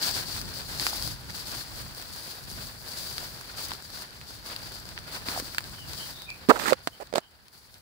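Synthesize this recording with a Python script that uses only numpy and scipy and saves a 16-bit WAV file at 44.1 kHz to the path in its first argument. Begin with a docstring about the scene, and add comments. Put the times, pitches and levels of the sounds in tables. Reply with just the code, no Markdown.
"""Grass and nettles swish against rubber waders as someone walks along a forest edge.
Sliding friction makes the blades hiss and the crushed stems crackle, while air rumbles around a
hand-held camera that follows. Twigs crack by sudden fracture, and soles knock on roots and hard ground.
Later a small bird whistles far off, blurred by scattering from the trees. Near the end the leaves
of a low branch slap and scrape the camera at its right microphone port."""
import sys
import numpy as np
from scipy import signal
from scipy.fft import rfft, irfft, next_fast_len
from scipy.io import wavfile
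from scipy.ndimage import uniform_filter1d, map_coordinates

SR = 44100
rng = np.random.default_rng(int(sys.argv[2]) if len(sys.argv) > 2 else 0)


def persist_wave(psi):
    """Save psi, clipped to +-1, as 16-bit WAV."""
    counts = np.round(np.clip(psi, -1, 1) * 32767).astype(np.int16)
    wavfile.write(sys.argv[1], SR, np.atleast_2d(counts).T)


N = 344421
TIME = np.arange(N) / SR


def from_db(db):
    """Amplitude ratio of a level in decibels."""
    return 10 ** (np.asarray(db) / 20)


def rms_one(x):
    """Normalisation: the mean of the channels gets rms 1."""
    return x / np.sqrt(np.mean(np.atleast_2d(x).mean(axis=0) ** 2) + 1e-20)


def unit_energy(pair):
    """Normalisation: each channel gets energy 1."""
    return pair / np.sqrt(np.sum(pair ** 2, axis=1, keepdims=True))


def in_time(curve):
    """Linear interpolation of a curve at every sample."""
    return np.interp(TIME, *np.transpose(curve))


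def at_hz(points, hz):
    """Interpolation on a logarithmic frequency axis."""
    f, value = np.transpose(points)
    return np.interp(np.log(hz + 1), np.log(f + 1), value)


def add(track, s, sound):
    """Superposition: a short sound joins a track at time s."""
    i = int(s * SR)
    track[..., i:i + sound.shape[-1]] += sound[..., :N - i]


def band(x, hz, kind, order=2):
    """Butterworth filtering, maximally flat in the passband."""
    return signal.sosfilt(signal.butter(order, hz, kind, fs=SR, output="sos"), x + 1e-18)


def colour(x, spectrum, share=1, size=2048):
    """Minimum-phase filtering by a share of a spectrum's decibel values."""
    gain = from_db(share * at_hz(spectrum, np.linspace(0, SR / 2, size // 2 + 1)))
    cepstrum = irfft(np.log(gain))
    cepstrum[1:size // 2] *= 2   # folding the cepstrum makes the response causal
    cepstrum[size // 2 + 1:] = 0
    response = irfft(np.exp(rfft(cepstrum)))
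    return signal.oaconvolve(np.atleast_2d(x), response[None], axes=1)[:, :N]


def drift(rate):
    """Random modulation: a line through Gaussian values drawn `rate` times a second."""
    return np.interp(TIME * rate, np.arange(N), rng.standard_normal(N))


# Likeness of the sound at the two ports: (frequency [Hz], correlation [0 to 1])
PORT_COHERENCE = [(60, 1), (300, 0.87), (1000, 0.63), (2500, 0.19), (6000, 0.19), (15000, 0.21)]
def spread(pair):
    """Spatial coherence: two independent signals are mixed to be more alike at long wavelengths."""
    size = next_fast_len(N)
    alike = np.clip(at_hz(PORT_COHERENCE, np.linspace(0, SR / 2, size + 1)), -.99, .99)
    angle = np.arcsin(alike) / 2
    spectra = rfft(pair, 2 * size)
    return irfft(np.cos(angle) * spectra + np.sin(angle) * spectra[::-1])[:, :N]


def crackle(per_s, size_db, grain_s):
    """Shot noise: tiny random contacts of uneven size each release a decaying burst."""
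    contacts = rng.random(N) < per_s / SR
    sizes = from_db(size_db * np.minimum(rng.exponential(1, N), 4))
    power = signal.lfilter([1], [1, -np.exp(-1 / (grain_s * SR))], contacts * sizes ** 2 + 1e-18)
    return rms_one(np.sqrt(power) * rng.standard_normal((2, N)))


def friction(per_s, size_db, grain_s, smooth_db, flutter_db):
    """Stick-slip friction: many blades slide smoothly while single ones catch and let go."""
    sliding = from_db(smooth_db) * rms_one(rng.standard_normal((2, N)))
    return (sliding + crackle(per_s, size_db, grain_s)) * from_db(flutter_db * drift(60))


# A boot pushes through a clump: (time [s], duration [s], blade level [dB], stem level [dB])
BOOT_STROKES = [(0.0, 0.094, -31, -41), (0.124, 0.069, -33, -40), (0.251, 0.14, -39, -49),
                (0.522, 0.065, -41.5, -46.5), (0.665, 0.12, -41, -45.5), (0.781, .11, -34.5, -42.5),
                (0.899, 0.21, -38.5, -47), (1.276, .03, -45, -50), (1.328, 0.078, -41.5, -48),
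                (1.445, 0.17, -40, -48.5), (1.727, 0.081, -45, -50), (1.948, 0.046, -48, -54),
                (2.113, .18, -46.5, -54.5), (2.287, 0.022, -42.5, -52), (2.478, 0.2, -45.5, -54),
                (2.847, 0.1, -44.5, -54.5), (2.949, 0.13, -40.5, -52.5), (3.076, 0.19, -44.5, -49.5),
                (3.556, 0.09, -39.5, -46.5), (3.666, 0.051, -43, -48), (3.82, .025, -44, -51),
                (3.907, 0.12, -43.5, -48.5), (4.26, 0.1, -48.5, -60), (4.435, 0.087, -43, -45.5),
                (4.564, 0.11, -46, -51), (4.695, 0.072, -46, -55), (4.868, 0.036, -51.5, -62),
                (5.051, 0.055, -50.5, -45.5), (5.104, 0.07, -40.5, -48), (5.246, 0.15, -38.5, -41.5),
                (5.405, 0.12, -46.5, -51.5), (5.636, 0.15, -51, -53.5), (5.863, 0.14, -44, -50),
                (5.971, 0.14, -43.5, -48), (6.114, 0.07, -53, -61), (6.81, 0.084, -57, -76),
                (6.908, 0.15, -60.5, -57.5), (7.51, 0.17, -61, -79), (7.695, 0.083, -60, -70)]
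# Trodden plants rustle between strokes, fainter as the walker draws away: (time [s], level [dB])
SETTLING_RUSTLE = [(0, -40), (1.22, -50.5), (1.7, -47), (2.75, -49), (3.4, -47), (4.15, -51.5), (5.5, -49),
                   (6.4, -54), (7.25, -64.5), (7.81, -64.5)]
def stroke_levels(bend_s, release_s, stem_delay_s):
    """Incoherent addition: strokes and settling plants sum in power to blade and stem levels in dB."""
    settling_db = in_time(SETTLING_RUSTLE)
    blade_power = from_db(settling_db) ** 2
    stem_power = from_db(-52.5 + 0.68 * (settling_db - settling_db.mean())) ** 2
    t = TIME[:SR // 2]
    for s, length, blade_db, stem_db in BOOT_STROKES:
        # plants bend against the boot, then swing free
        push = np.minimum(t / bend_s, 1) * np.exp(-np.maximum(t - length, 0) / release_s)
        add(blade_power, s, (from_db(blade_db) * push) ** 2)
        add(stem_power, s + stem_delay_s, (from_db(stem_db) * push) ** 2)
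    return 10 * np.log10(blade_power), 10 * np.log10(stem_power)


# Rustle of plants as heard through the camera's resonant microphone ports:
# (frequency [Hz], relative spectral level [dB])
RUSTLE_AT_PORTS = [(100, -21.5), (200, -11.5), (450, -10.5), (930, -9.5), (1180, -10.5), (1600, -7),
                   (2100, -9.5), (2800, -9), (3750, -4.5), (4600, -1.5), (5500, -8.5), (6500, -10),
                   (11000, -9.5), (12600, -15.5), (15400, -8.5)]
# Broad nettle leaves sound dull, fine grass bright: (time [s], top-octave gain [dB])
LEAF_BRIGHTNESS = [(0, -2.5), (1.2, 0), (2.8, 1.5), (4.3, -2), (5.7, 0), (7.81, 3)]
def strides(crossover_hz):
    """Friction noise: a swinging boot brushes blades; a landing boot crushes stems, lower and coarser."""
    sweep_db, crush_db = stroke_levels(bend_s=0.026, release_s=0.034, stem_delay_s=0.0033)
    contacts_per_s = 900 * from_db(0.55 * (sweep_db - sweep_db.mean()))   # faster sweeps meet more blades
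    blades = friction(contacts_per_s, size_db=1.0, grain_s=0.00068, smooth_db=4.0, flutter_db=1.43)
    stems = friction(contacts_per_s * .4, size_db=3.0, grain_s=.0009, smooth_db=5.5, flutter_db=2.5)
    ticks = from_db(-4.5) * crackle(70, size_db=5.0, grain_s=0.00033)   # bent stalks spring back
    sweep = colour(spread(blades + ticks), RUSTLE_AT_PORTS)
    sweep = rms_one(band(sweep, crossover_hz, "high"))
    dull = signal.sosfiltfilt(signal.butter(2, 7500, fs=SR, output="sos"), sweep)
    sweep = dull + from_db(in_time(LEAF_BRIGHTNESS)) * (sweep - dull)
    crush = colour(spread(stems + .5 * blades + ticks), RUSTLE_AT_PORTS)
    crush = rms_one(band(crush, crossover_hz, "low"))
    return from_db(sweep_db + 0.38) * sweep + from_db(crush_db + 1.0) * crush


# Slow air moving past the camera: (time [s], level [dB])
AIRFLOW = [(0.0, -50), (1.1, -50), (2.2, -53), (3.6, -53.5), (4.3, -55), (5.4, -50), (6.5, -54.5),
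           (7.2, -66), (7.81, -64.5)]
# Puffs on the ports as the camera is jolted: (time [s], level [dB])
JOLT_PUFFS = [(0.18, -46), (0.44, -49), (0.77, -48), (1.05, -44), (1.35, -54), (1.82, -54), (2.53, -44.5),
              (3.2, -53.5), (3.68, -53), (5.65, -54)]
# Pressure of the eddies: (frequency [Hz], relative spectral level [dB])
EDDY_SPECTRUM = [(12, -42), (20, -23), (48, 2), (70, -2), (129, -2), (166, -6), (344, -17.5), (400, -19),
                 (520, -43), (880, -120)]
def air(lumpy_db, swell_s):
    """Turbulence: eddies around the moving camera make a low, lumpy rumble that swells in puffs."""
    puff_power = sum(from_db(db) ** 2 * np.exp(-((TIME - s) / swell_s) ** 2) for s, db in JOLT_PUFFS)
    power = from_db(in_time(AIRFLOW)) ** 2 + puff_power
    shared = spread(rng.standard_normal((2, N)))
    local = 1.1 * rng.standard_normal((2, N))   # each port's own eddies
    rumble = rms_one(band(colour(shared + local, EDDY_SPECTRUM), 36, "high"))
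    return np.sqrt(power) * from_db(1.5 + lumpy_db * drift(14)) * rumble


# Twigs and stalks breaking: (time [s], relative crack level [dB], relative body level [dB])
TWIG_BREAKS = [(0.365, -39, -44), (0.7979, -32, -51), (0.8672, -25, -33), (1.305, -44, -62),
               (2.0244, -42, -68), (3.1814, -33.5, -47), (3.708, -44, -38), (3.7175, -44, -32.5),
               (3.7357, -39, -60), (4.2135, -50, -43.5), (4.563, -39.5, -65), (4.89, -42.5, -56),
               (4.977, -57, -34.5), (4.989, -43, -64), (5.286, -47, -28.5), (5.5474, -41, -40),
               (5.583, -28.5, -26), (5.607, -44, -43), (5.6414, -44.5, -72), (5.934, -39, -62),
               (6.2202, -42, -71), (6.303, -42.5, -54), (7.072, -54, -70), (7.483, -53, -70),
               (7.7425, -50, -74)]
def snaps(crack_s, splinter_s, splinter_db, sappy_hz):
    """Fracture: stored strain escapes in a crack and brief splintering; thick twigs add a woody body."""
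    crack, wood = np.zeros((2, N)), np.zeros((2, N))
    t = TIME[:SR // 25]
    decay = np.exp(-t / crack_s) + from_db(splinter_db) * np.exp(-t / splinter_s)
    for s, crack_db, wood_db in TWIG_BREAKS:
        burst = unit_energy(rng.standard_normal((2, len(t))) * decay)
        burst[:, 0] = 1   # the fracture itself, the same at both ports
        add(crack, s, from_db(crack_db) * burst)
        add(wood, s, from_db(wood_db) * burst)
    crack = band(crack, sappy_hz, "low", order=1)   # green stems break without much treble
    wood = band(wood, [750, 3000], "band")
    return colour(from_db(33.5) * crack + from_db(38.0) * wood, RUSTLE_AT_PORTS)


def thump(level_db, hz, t60):
    """Damped oscillation: the pitch sinks to `hz` as the contact relaxes."""
    t = TIME[:SR // 16]
    sag = 1 + 0.71 * np.exp(-t / 0.00051)
    return from_db(level_db - 60 * t / t60) * np.sin(2 * np.pi * hz * np.cumsum(sag) / SR)


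# Boots on roots and hard ground: (time [s], level [dB], frequency [Hz], 60 dB decay time [s])
SOLE_IMPACTS = [(.931, -24, 735, 0.01), (3.23, -33, 650, 0.012), (5.286, -31.5, 246, 0.047),
                (5.363, -26, 750, 0.02), (5.376, -21.5, 670, 0.021), (5.424, -31.5, 266, 0.024)]
def knocks():
    """Impact excitation: a sole meets something hard under the plants and sets off a damped vibration."""
    track = np.zeros(N)
    for s, level_db, hz, t60 in SOLE_IMPACTS:
        add(track, s, thump(level_db, hz, t60))
    return track


# Falling whistles: (time [s], duration [s], start pitch [Hz], end pitch [Hz], relative level [dB])
BIRD_NOTES = [(5.743, 0.13, 3140, 2730, -59), (5.964, 0.097, 3130, 2900, -54.5),
              (6.109, 0.12, 3880, 3480, -58.5), (6.185, 0.093, 3940, 3530, -57.5),
              (6.261, 0.07, 2510, 2456, -49), (6.912, 0.042, 3150, 3040, -64),
              (7.199, 0.079, 3100, 2900, -69)]
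def bird(scatter_db, warble_depth, warble_per_s):
    """Scattering: a far bird's warbling whistles arrive mostly by way of the trees."""
    song, t = np.zeros(N), TIME[:SR // 3]
    for s, length, start_hz, end_hz, level_db in BIRD_NOTES:
        along = np.minimum(t / length, 1)
        warble = warble_depth * np.interp(t * warble_per_s, np.arange(100), rng.standard_normal(100))
        hz = (start_hz + (end_hz - start_hz) * along) * (1 + warble)
        add(song, s, from_db(level_db) * np.sin(np.pi * along) * np.sin(2 * np.pi * np.cumsum(hz) / SR))
    trees = unit_energy(rng.standard_normal((2, len(t))) * np.exp(-t / 0.028))
    scattered = signal.oaconvolve(song[None], trees, axes=1)[:, :N]
    return .5 * song + from_db(scatter_db) * scattered


# Leaves striking the camera:
# (time [s], thump level [dB], frequency [Hz], 60 dB decay time [s], tick level [dB])
LEAF_IMPACTS = [(6.4883, -3, 255, 0.075, -8), (6.658, -12, 1330, 0.028, -18), (6.683, -6, 1410, 0.013, -6),
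                (6.724, 0.5, 520, 0.034, -19), (6.732, -6.5, 1120, 0.017, -1),
                (6.874, -17, 685, 0.031, -2.5), (7.128, -18.5, 606, 0.019, -20),
                (7.139, -11, 480, 0.023, -12.5), (7.1576, -9, 640, 0.011, -0.5),
                (7.182, -5, 667, 0.018, -2.5)]
# Leaf contact on the case: (frequency [Hz], relative spectral level [dB])
CONTACT_SPECTRUM = [(30, -33), (150, -2.5), (400, 2), (1500, 2), (2600, -1), (3300, -0.5), (4500, 3.5),
                    (5800, -4.5), (7500, -6), (11000, -13), (15500, -9.5)]
def leaf_taps(tick_s, soft_hz):
    """Impact and compression: a leaf lands with a tick, and the air it traps at the port thumps."""
    thumps, ticks = np.zeros(N), np.zeros((2, N))
    t = TIME[:SR // 16]
    decay = 0.61 * np.exp(-t / tick_s) + 0.23 * np.exp(-t / 0.006)
    for s, thump_db, hz, t60, tick_db in LEAF_IMPACTS:
        add(thumps, s, thump(thump_db, hz, t60))
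        tick = rng.standard_normal((2, len(t))) * decay
        tick[:, 0] = 3.8   # first contact
        add(ticks, s, from_db(tick_db) * tick)
    return band(thumps, 120, "high") + band(colour(ticks, CONTACT_SPECTRUM), soft_hz, "low", order=1)


# Leaves dragged over the camera:
# (time [s], duration [s], flutter level [dB], flutter frequency [Hz], scratch level [dB])
LEAF_DRAGS = [(6.49, 0.019, -9.5, 352, -22), (6.495, 0.019, -5, 1080, -39.5), (6.506, 0.013, -9, 524, -34),
              (6.52, 0.066, -30, 610, -36.5), (6.555, 0.013, -24, 1140, -46),
              (6.588, 0.0684, -40, 1220, -30.5), (6.658, 0.05, -24.5, 1340, -25.5),
              (6.708, 0.027, -22.5, 470, -30.5), (6.999, 0.032, -32, 610, -44.5),
              (7.151, 0.031, -24, 520, -34.5)]
def leaf_rubs(edge_s, width):
    """Friction-driven vibration: a leaf flutters around one pitch while its hairs scratch the case."""
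    flutter, pressure = np.zeros(N), np.zeros(N)
    t = TIME[:SR // 6]
    for s, length, flutter_db, hz, scratch_db in LEAF_DRAGS:
        touch = np.clip(np.minimum(t, length + edge_s - t) / edge_s, 0, 1)
        shake = band(rng.standard_normal(SR // 3), [hz / (1 + width), hz * (1 + width)], "band")[-len(t):]
        shake /= np.sqrt(uniform_filter1d(shake ** 2, size=300) + 1e-12)   # steady pressure, even swing
        add(flutter, s, from_db(flutter_db) * touch * shake)
        add(pressure, s, from_db(scratch_db) * touch)
    scratch = rms_one(colour(crackle(3000, size_db=1.0, grain_s=0.0002), CONTACT_SPECTRUM))
    return flutter + from_db(3.0) * pressure * scratch


def arrive(pair, lag_s, sway_s):
    """Path difference: the right port lags the left (or leads) by a time that sways with the hand."""
    delayed = np.arange(N) - SR * (lag_s + sway_s * drift(4))
    return np.array([pair[0], map_coordinates(pair[1], [delayed], order=3)])


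# Port imbalance for airborne sound: (frequency [Hz], left minus right [dB])
AIRBORNE_BALANCE = [(60, 2), (120, 0), (250, -3), (500, -5.5), (1200, -7), (1600, -9), (2700, -0.5),
                    (3700, 3), (4600, 18), (5600, 12), (7400, -3), (10500, -1.5), (13000, 1), (15300, 7)]
# Port imbalance for leaves touching the camera: (frequency [Hz], left minus right [dB])
CONTACT_BALANCE = [(60, -3), (110, -14), (200, -25), (380, -21.5), (700, -14), (1290, -17.5), (2380, -12),
                   (4400, 5), (8120, -17), (15000, -12.5)]
def ports(pair, balance):
    """Resonance: each port colours the sound its own way, taking nearly half of the imbalance."""
    return np.vstack([colour(pair[0], balance, share=0.48), colour(pair[-1], balance, share=-0.45)])


def scene():
    """Superposition: the walk and the bird arrive through the air; the branch touches the right port."""
    walk = strides(crossover_hz=2500) + knocks()
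    walk += snaps(crack_s=0.00062, splinter_s=0.0087, splinter_db=-16.5, sappy_hz=12300)
    airborne = arrive(walk, lag_s=0.00015, sway_s=.00002) + air(lumpy_db=2.2, swell_s=0.075)
    airborne += bird(scatter_db=13.0, warble_depth=.04, warble_per_s=260)
    branch = leaf_taps(tick_s=0.00067, soft_hz=7000) + leaf_rubs(edge_s=0.0027, width=0.33)
    contact = arrive(branch, lag_s=-.0004, sway_s=.0001)
    return (from_db(0.5) * ports(airborne, AIRBORNE_BALANCE)
            + from_db(-9.5) * ports(contact, CONTACT_BALANCE))


def record(dry):
    """Soft saturation rounds off the loudest slap; a steep low-pass cuts the treble above 15.6 kHz."""
    rounded = 1.2 * np.tanh(dry / 1.2)
    return signal.sosfilt(signal.ellip(10, .2, 80, 15600, fs=SR, output="sos"), rounded)


dry = scene()
out = record(dry)
persist_wave(out)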